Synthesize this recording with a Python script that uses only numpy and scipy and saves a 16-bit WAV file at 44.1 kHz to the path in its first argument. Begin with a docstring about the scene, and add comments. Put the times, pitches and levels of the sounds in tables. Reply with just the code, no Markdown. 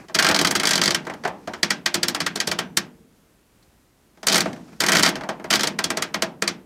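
"""Skin rubs a knob and two light finger taps land, in a quiet room; then a pawl clicks rapidly over ratchet teeth.
A hand is turning the timer dial of a sheet-metal laundry appliance, in single clicks and fast runs.
Each snap and tap excites noise bands and decaying modes that ring the knob, the panel and the cabinet.
Between turns the fingers slide and tap as they regrip: strokes are shaped noise, and so is the room.
A thin sine tone fades in once after a snap and dies slowly."""
import sys
import numpy as np
from scipy import signal
from scipy.fft import rfft, irfft, next_fast_len
from scipy.io import wavfile
from scipy.ndimage import map_coordinates

SR = 44100
rng = np.random.default_rng(int(sys.argv[2]) if len(sys.argv) > 2 else 0)


def to_linear_factor(level_db):
    """Convert decibel levels (scalar or array-like) to linear amplitude factors."""
    exponent = np.asarray(level_db, float) / 20
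    return 10 ** exponent


def int16_out(signal):
    """Quantize to a 16-bit WAV file."""
    q = np.round(np.clip(np.atleast_2d(signal).T, -1, 1) * 32767)
    wavfile.write(sys.argv[1], SR, q.astype(np.int16))


N = 293265  # length in samples


def unit(x):
    """Scale x to rms 1."""
    return x / np.sqrt(np.mean(x ** 2) + 1e-20)


def hiss(spectrum):
    """Noise of rms 1, coloured by a curve of (frequency, level) points."""
    size = next_fast_len(N)
    hz, db = np.transpose(spectrum)
    bin_hz = np.fft.rfftfreq(size, 1 / SR)
    gain = to_linear_factor(np.interp(np.log(bin_hz + 1), np.log(hz), db, right=-120))
    white = rng.standard_normal(size)
    return unit(irfft(rfft(white) * gain, size)[:N])


def wobble(rate_hz):
    """Smooth random curve through rate_hz random knots a second."""
    knots = rng.standard_normal(int(N * rate_hz / SR) + 4)
    return map_coordinates(knots, [np.arange(N) * rate_hz / SR])


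# Colour of the quiet room and microphone hiss: pitch_hz, relative_level_db (per Hz)
ROOM_COLOUR = [(15, -31), (25, -7.5), (53, -2), (76, -5), (326, -8.5), (416, -12), (503, -14.5),
               (1260, -20), (1400, -20), (3620, -26), (16000, -29)]


def room_hush():
    """Steady coloured noise of the still room, its level drifting slightly."""
    level_db = -59.5 + 0.6 * wobble(13)
    return to_linear_factor(level_db) * hiss(ROOM_COLOUR)


# Strokes of skin on the knob: start_s, end_s, rub_db and hiss_db (before trims), change_db (over the stroke)
STROKES = [(0.0, 0.123, -33, -45.5, -16), (1.0, 1.257, -42.5, -51, 1), (1.297, 1.6, -50, -56, 7),
           (4.11, 4.217, -57.5, -63, 3), (4.447, 4.54, -31, -34, -13), (4.562, 4.83, -42, -47.5, -2),
           (5.12, 5.304, -30, -54, -7), (5.34, 5.485, -45, -59, 2)]
# Colour of the dull rub: pitch_hz, relative_level_db (per Hz)
RUB_COLOUR = [(100, -7.5), (200, 7), (500, -5), (1200, -10), (2500, -15), (4000, -60.5)]
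# Colour of the skin's faint hiss: pitch_hz, relative_level_db (per Hz)
SKIN_COLOUR = [(1000, -23.5), (2500, -6.5), (6000, -4.5), (10000, -15), (15000, -23.5)]


def skin_slides():
    """Skin drags unevenly over the knob: a dull rub and a faint hiss swell and sag together."""
    fade_s = 0.022  # before and after each stroke
    rub_uneven_db, hiss_uneven_db = 3.5, 1.5
    t, rub, fizz = np.arange(N) / SR, np.zeros(N), np.zeros(N)
    for start, end, rub_db, hiss_db, change_db in STROKES:
        edge = np.clip(np.minimum(t - start, end - t) / fade_s + 1, 0, 1)
        progress = np.clip((t - start) / (end - start), 0, 1)
        press = edge * to_linear_factor(change_db * progress)
        rub += press * to_linear_factor(rub_db)
        fizz += press * to_linear_factor(hiss_db)
    drag = wobble(60)
    dull = rub * to_linear_factor(-9.5 + rub_uneven_db * drag) * hiss(RUB_COLOUR)
    bright = fizz * to_linear_factor(-13 + hiss_uneven_db * drag) * hiss(SKIN_COLOUR)
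    return dull + bright


def spread(rows, colour_db, lift_db):
    """Rows of time and the level each of the five parts receives, varying from blow to blow."""
    start_s, strength_db = np.transpose(rows)[:2]
    chance_db = 2 * rng.standard_normal((len(rows), len(colour_db)))
    return np.column_stack([start_s, strength_db[:, None] + colour_db + lift_db + chance_db])


# Where crack, pawl, knob, panel and cabinet sound: pitch_hz
PART_HZ = [7200, 4800, 1670, 635, 250]


def blows(rows, hz, scatter_db):
    """Impulse train of the blows' strength at one frequency, blended between the parts' levels."""
    level_db = [np.interp(-np.log(hz), -np.log(PART_HZ), parts) for s, *parts in rows]
    level_db = level_db + scatter_db * rng.standard_normal(len(rows))
    train = np.zeros(N)
    train[[round(row[0] * SR) for row in rows]] = to_linear_factor(level_db)
    return train


def dying(x, t60):
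    """Each impulse of x becomes an exponential that falls to a thousandth in t60 seconds."""
    return signal.lfilter([1], [1, -to_linear_factor(-60 / (t60 * SR))], x)


# Dense rattle by band: pitch_hz, level_db, quick_t60_s (before hold), linger_db, linger_t60_s
RATTLE_BANDS = [(90, -21, 0.27, -14.5, 1), (206.4, 0.5, 0.017, -10.5, 0.94), (388, -0.5, 0.075, -13, 0.59),
                (764, -3, 0.13, -4, 0.36), (1510, 0, 0.11, -12, 0.29), (2450, -5, 0.026, -6.5, 0.24),
                (4470, -2, 0.094, -13, 0.19), (6637, -6, 0.049, -24.5, .2), (11300, -15, 0.066, -36.5, .16),
                (13500, -42, .03, -27, .14)]


def rattle(rows, spike_db, hold):
    """Countless close modes: noise in each band spikes, dies fast, then lingers in cabinet and room."""
    spike_s, rise_s = 0.028, 0.005
    width = 1.338  # band edges as a ratio to the centre
    out = np.zeros(N)
    # Power falls 30 dB where its envelope falls to a thousandth, hence the halved t60 values
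    for hz, db, quick, late_db, late in RATTLE_BANDS:
        impact = blows(rows, hz, scatter_db=1.5) ** 2
        # Smear the blow so the rattle swells in instead of jumping
        power = dying(impact, rise_s) / (rise_s * SR / np.log(1000))
        treble_tilt = hz / (hz + 3000)  # the bare impact is bright
        spike = to_linear_factor(2 * spike_db) * treble_tilt * dying(power, spike_s / 2)
        quick_tail = dying(power, hold * quick / 2)
        late_tail = to_linear_factor(2 * late_db) * dying(power, late / 2)
        envelope = np.sqrt(spike + quick_tail + late_tail)
        edges = [hz / width, min(hz * width, SR * 0.45)]
        band = signal.butter(2, edges, "bandpass", fs=SR, output="sos")
        size = np.std(signal.sosfilt(band, rng.standard_normal(SR)))  # evens out bandwidths
        out += to_linear_factor(db) / size * signal.sosfilt(band, envelope * rng.standard_normal(N))
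    return out


def mode(kicks, hz, t60):
    """One resonance: every kick starts a sine that decays by 60 dB in t60 seconds."""
    radius, turn = to_linear_factor(-60 / (t60 * SR)), 2 * np.pi * hz / SR
    return np.sin(turn) * signal.lfilter([1], [1, -2 * radius * np.cos(turn), radius * radius], kicks)


# Modes of dial and cabinet: pitch_hz, level_db, t60_s (before hold)
MODES = [(169.7, -9.5, 0.32), (201.9, -3, 0.24), (293.8, -10.5, 0.35), (347, -7.5, .3),
         (382.8, -13.5, 0.26), (451.6, -30, 1.6), (497.3, -16, 0.24), (612, -18, .6), (650.7, -4.5, 0.15),
         (802, -14, 0.032), (926, -14, 0.048), (1115, -10, 0.091), (1370, -13, 0.11), (1583, -9.5, 0.2),
         (1761, -12, 0.069), (1925, -4.5, 0.067), (2150, -8.5, 0.072), (2332, -10.5, 0.091),
         (2474, -17, 0.14), (3090, -3, 0.052), (3337, -14, 0.14), (3740, -16, 0.04), (4180, -6.5, 0.032),
         (4430, -2.5, 0.018), (4667, 1.5, 0.023), (4870, -6.5, .025), (5457, -8.5, .035), (6372, -7, 0.027),
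         (7260, -17.5, 0.043), (8000, -13, 0.0088)]


def rings(rows, hold):
    """Each blow pushes every mode for a few cycles, at a new strength and in either direction."""
    push_cycles = 14
    out = np.zeros(N)
    for hz, db, t60 in MODES:
        kicks = blows(rows, hz, scatter_db=3) * np.sign(rng.standard_normal(N))
        # Taking away a quicker-dying copy softens the attack
        out += to_linear_factor(db) * (mode(kicks, hz, hold * t60) - mode(kicks, hz, push_cycles / hz))
    return out


# Finger taps on the knob: start_s, strength_db, nail_sharpness_db, thud_db (weighted by part)
TAPS = [(0.084, -37.5, -0.5, 1), (0.097, -26, -25, 1.5), (1.051, -30, -14, 0.5), (1.068, -22, -16, 0),
        (1.098, -19.5, -24.5, -0.5), (1.137, -31.5, -7.5, -2), (1.237, -22.5, -16, 0),
        (1.25, -9, -24.5, -4.5), (1.276, -22.5, -4, -2), (1.474, -19.5, -15.5, -0.5),
        (1.535, -15.5, -18.5, -5), (3.626, -62, 13, -7.5), (4.173, -44.5, -10.5, 7), (4.23, -31, 6, 4.5),
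        (4.457, -19, -18.5, 6), (4.53, -32, -5, 0), (4.562, -39.5, -11, 4), (5.155, -18, -11.5, -0.5),
        (5.209, -24.5, -21, 6.5), (5.235, -21, -24, -4), (5.289, -15.5, -10, -3), (5.397, -26.5, -33.5, 7),
        (5.442, -21.5, -17, 2)]
# How a tap spreads to crack, pawl, knob, panel and cabinet: level_db (over its strength)
TAP_COLOUR = [-2, -2.5, -5, -1, -6.5]


def finger_taps():
    """Nail and fingertip shake the dial's parts; a resting finger shortens the ringing."""
    nail_db, thud_db = np.transpose(TAPS)[2:]
    nail = np.outer(nail_db, [0.59, 0.79, 0.18, 0.19, 0.18])
    thud = np.outer(thud_db, [0, 0, 0, 0.4, 1])
    tap = spread(TAPS, TAP_COLOUR, nail + thud)
    return to_linear_factor(-6) * rattle(tap, spike_db=-0.5, hold=0.96) + to_linear_factor(-1.5) * rings(tap, hold=0.55)


def seating(times):
    """How fully the pawl had seated, 0-1, from the pause before each snap."""
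    full_seat_s = 0.14
    return np.clip(np.diff(times, prepend=0) / full_seat_s, 0, 1)


def bounced(rows):
    """Every snap, the faint tick as the pawl starts to slip off, and one duller rebound on the tooth."""
    bounce_s, slip_s = 0.011, 0.003
    bounce_db = [-17, -12, -8, -8.5, -9.5]  # crack, pawl, knob, panel, cabinet
    slip_db = -17
    chance = rng.standard_normal((len(rows), 3))
    again = rows + [0, *bounce_db] + 2 * chance[:, :1]
    again[:, 0] = rows[:, 0] + bounce_s * np.exp(0.15 * chance[:, 1])
    before = rows + slip_db + 3 * chance[:, 2:]
    before[:, 0] = rows[:, 0] - slip_s
    return np.vstack([rows, again, before])


# Pawl snaps: start_s, strength_db, knob_share_db, body_share_db (shares weighted by part)
SNAPS = [(0.1469, -11.5, -9, -13), (0.1507, -12, -5.5, -15), (0.1876, -9.5, -7, -14.5),
         (0.1955, -9.5, -5.5, -16.5), (0.2246, -9.5, -7.5, -16.5), (0.2456, -10, -4.5, -16.5),
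         (0.2659, -10, -4, -18.5), (0.2874, -8.5, -4.5, -11.5), (0.3115, -10, -8.5, -13),
         (0.3451, -8.5, -11, -13.5), (0.3619, -6.5, -11.5, -22), (0.3895, -7.5, -10.5, -14.5),
         (0.413, -7, -14, -13.5), (0.4475, -7, -10, -18), (0.4712, -7.5, -12.5, -16),
         (0.5099, -7, -13, -19), (0.5524, -10, -7, -15.5), (0.5594, -5.5, -18, -19.5),
         (0.598, -11, -9.5, -16), (0.633, -14.5, -5.5, -8), (0.6535, -9.5, -11, -18.5),
         (0.671, -6, -13, -21), (0.6905, -8.5, -12, -20.5), (0.7087, -7.5, -10.5, -19),
         (0.7329, -10.5, -7, -19.5), (0.7551, -5.5, -13.5, -17), (0.7778, -11.5, -10.5, -13.5),
         (0.815, -7.5, -11, -18), (0.836, -7.5, -17, -19.5), (0.857, -7, -13.5, -18),
         (0.8774, -7.5, -11, -16), (0.9062, -8.5, -11.5, -14.5), (0.9462, -10.5, -8, -18.5),
         (1.6302, -7, -10.5, -20), (1.705, -6, -9, -20.5), (1.8604, -7.5, -8.5, -21),
         (1.943, -6, -11.5, -20.5), (2.0309, -8, -13.5, -18.5), (2.0826, -8.5, -14, -20.5),
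         (2.147, -12, -8.5, -19.5), (2.2032, -9.5, -11.5, -19.5), (2.2641, -9.5, -10.5, -21.5),
         (2.3577, -12, -15, -13.5), (2.4015, -8, -12.5, -24.5), (2.4735, -9.5, -14.5, -15.5),
         (2.5147, -9, -9.5, -17.5), (2.5884, -7, -14.5, -18), (2.7711, -2, -16, -23.5),
         (4.2693, -3, -15.5, -20), (4.2837, -1, -22.5, -21), (4.2974, -11.5, -8.5, -17.5),
         (4.3178, -12, -10.5, -14.5), (4.3243, -7, -13.5, -21.5), (4.3304, -8.5, -12.5, -16),
         (4.344, -4, -18, -16), (4.3562, -6, -6.5, -16.5), (4.366, -7, -15, -20),
         (4.3785, -3.5, -15.5, -19), (4.4052, -6.5, -13, -33), (4.804, -11.5, -8, -15.5),
         (4.8181, -12, -9, -11), (4.8372, -12.5, -5, -15), (4.8634, -11, -8.5, -13),
         (4.8852, -11.5, -0.5, -15), (4.8925, -11.5, -5.5, -14), (4.9187, -10, -6, -20),
         (4.9244, -10, -6.5, -13), (4.9324, -12, -7, -12), (4.9503, -10.5, -2.5, -14.5),
         (4.9554, -10, -6, -17.5), (4.9681, -5.5, -14, -20), (4.9825, -14, -14, -12),
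         (4.9857, -10.5, -11.5, -20.5), (4.9944, -7.5, -11, -18.5), (5.0262, -9, -15, -20.5),
         (5.032, -2.5, -12.5, -22), (5.0474, -18.5, -4.5, -18), (5.053, -13.5, -6.5, -26),
         (5.0613, -7.5, -9, -22), (5.0754, -14, -7, -14), (5.0831, -15, -15, -16),
         (5.0897, -6.5, -17.5, -28), (5.5041, -10, -8.5, -21.5), (5.5095, -7.5, -10, -16),
         (5.5273, -10.5, -9, -18.5), (5.5364, -8.5, -8.5, -16.5), (5.5482, -10, -16.5, -19.5),
         (5.5555, -5, -13.5, -32.5), (5.5945, -13, -10.5, -16.5), (5.6075, -10, -15, -18),
         (5.6331, -5.5, -15, -17), (5.6412, -18.5, -7, -14.5), (5.672, -8.5, -14, -17.5),
         (5.7888, -11.5, -8, -16), (5.8407, -8.5, -13, -15.5), (5.9031, -12.5, -7.5, -14.5),
         (5.9715, -12.5, -9.5, -15), (6.0226, -11, -10, -16), (6.143, -13, -10, -11.5),
         (6.222, -6.5, -10, -16), (6.422, -11.5, -8.5, -12.5), (6.4768, -9, -11, -18.5)]
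# How a snap spreads to crack, pawl, knob, panel and cabinet: level_db (over its strength)
SNAP_COLOUR = [-0.5, -3, 3.5, 3, 3.5]


def pawl_snaps():
    """A sprung pawl snaps over teeth; after a rest it is fully seated, snaps sharper and rings louder."""
    start_s, _, knob_db, body_db = np.transpose(SNAPS)
    knob = np.outer(knob_db, [0.35, 0.25, 1, 0.44, 0.052])
    body = np.outer(body_db, [0, 0.025, 0.086, 0.78, 1])
    snap = spread(SNAPS, SNAP_COLOUR, knob + body)
    seated = seating(start_s)
    latest = np.clip(np.searchsorted(start_s, np.arange(N) / SR) - 1, 0, None)  # snap heard at each sample
    spike_db = 5.0 + 3 * seated[latest]
    # First column is time, so it gets no lift
    ringing = snap + np.outer(3 * seated, [0, 0.6, 0.98, 0.068, 0.24, 0.031])
    clatter = to_linear_factor(-7.5) * rattle(bounced(snap), spike_db, hold=0.92)
    return clatter + to_linear_factor(-3.0) * rings(ringing, hold=0.82)


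# Thin tone after one snap, a single row: start_s, pitch_hz, level_db, t60_s
THIN_TONE = (2.6, 5954, -52, .36)


def thin_ring():
    """A faint, slightly wavering high sine that fades in and dies slowly."""
    start_s, hz, db, t60 = THIN_TONE
    t = np.clip(np.arange(N) / SR - start_s, 0, None)
    decay = to_linear_factor(db - 60 * t / t60 + 1.5 * wobble(40))
    fade_in = 1 - np.exp(-t / 0.012)
    return decay * fade_in * np.sin(2 * np.pi * hz * t)


def scene():
    """Room, fingers and dial mixed to one channel."""
    mix = room_hush() + skin_slides() + finger_taps() + pawl_snaps() + thin_ring()
    return mix[None]


def low_pass(x):
    """Removes everything above the highest recorded frequency."""
    return signal.sosfilt(signal.butter(12, 16650, fs=SR, output="sos"), x)


def record(dry):
    """The small recorder rounds off its loudest peaks and thins deep bass and top treble."""
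    soft = dry / (1 + np.abs(dry / 0.72) ** 5) ** (1 / 5)
    soft = signal.sosfilt(signal.butter(2, [28, 15000], "bandpass", fs=SR, output="sos"), soft)
    soft = signal.sosfilt(signal.butter(10, 15600, fs=SR, output="sos"), soft)
    return low_pass(soft)


dry = scene()
out = record(dry)
int16_out(out)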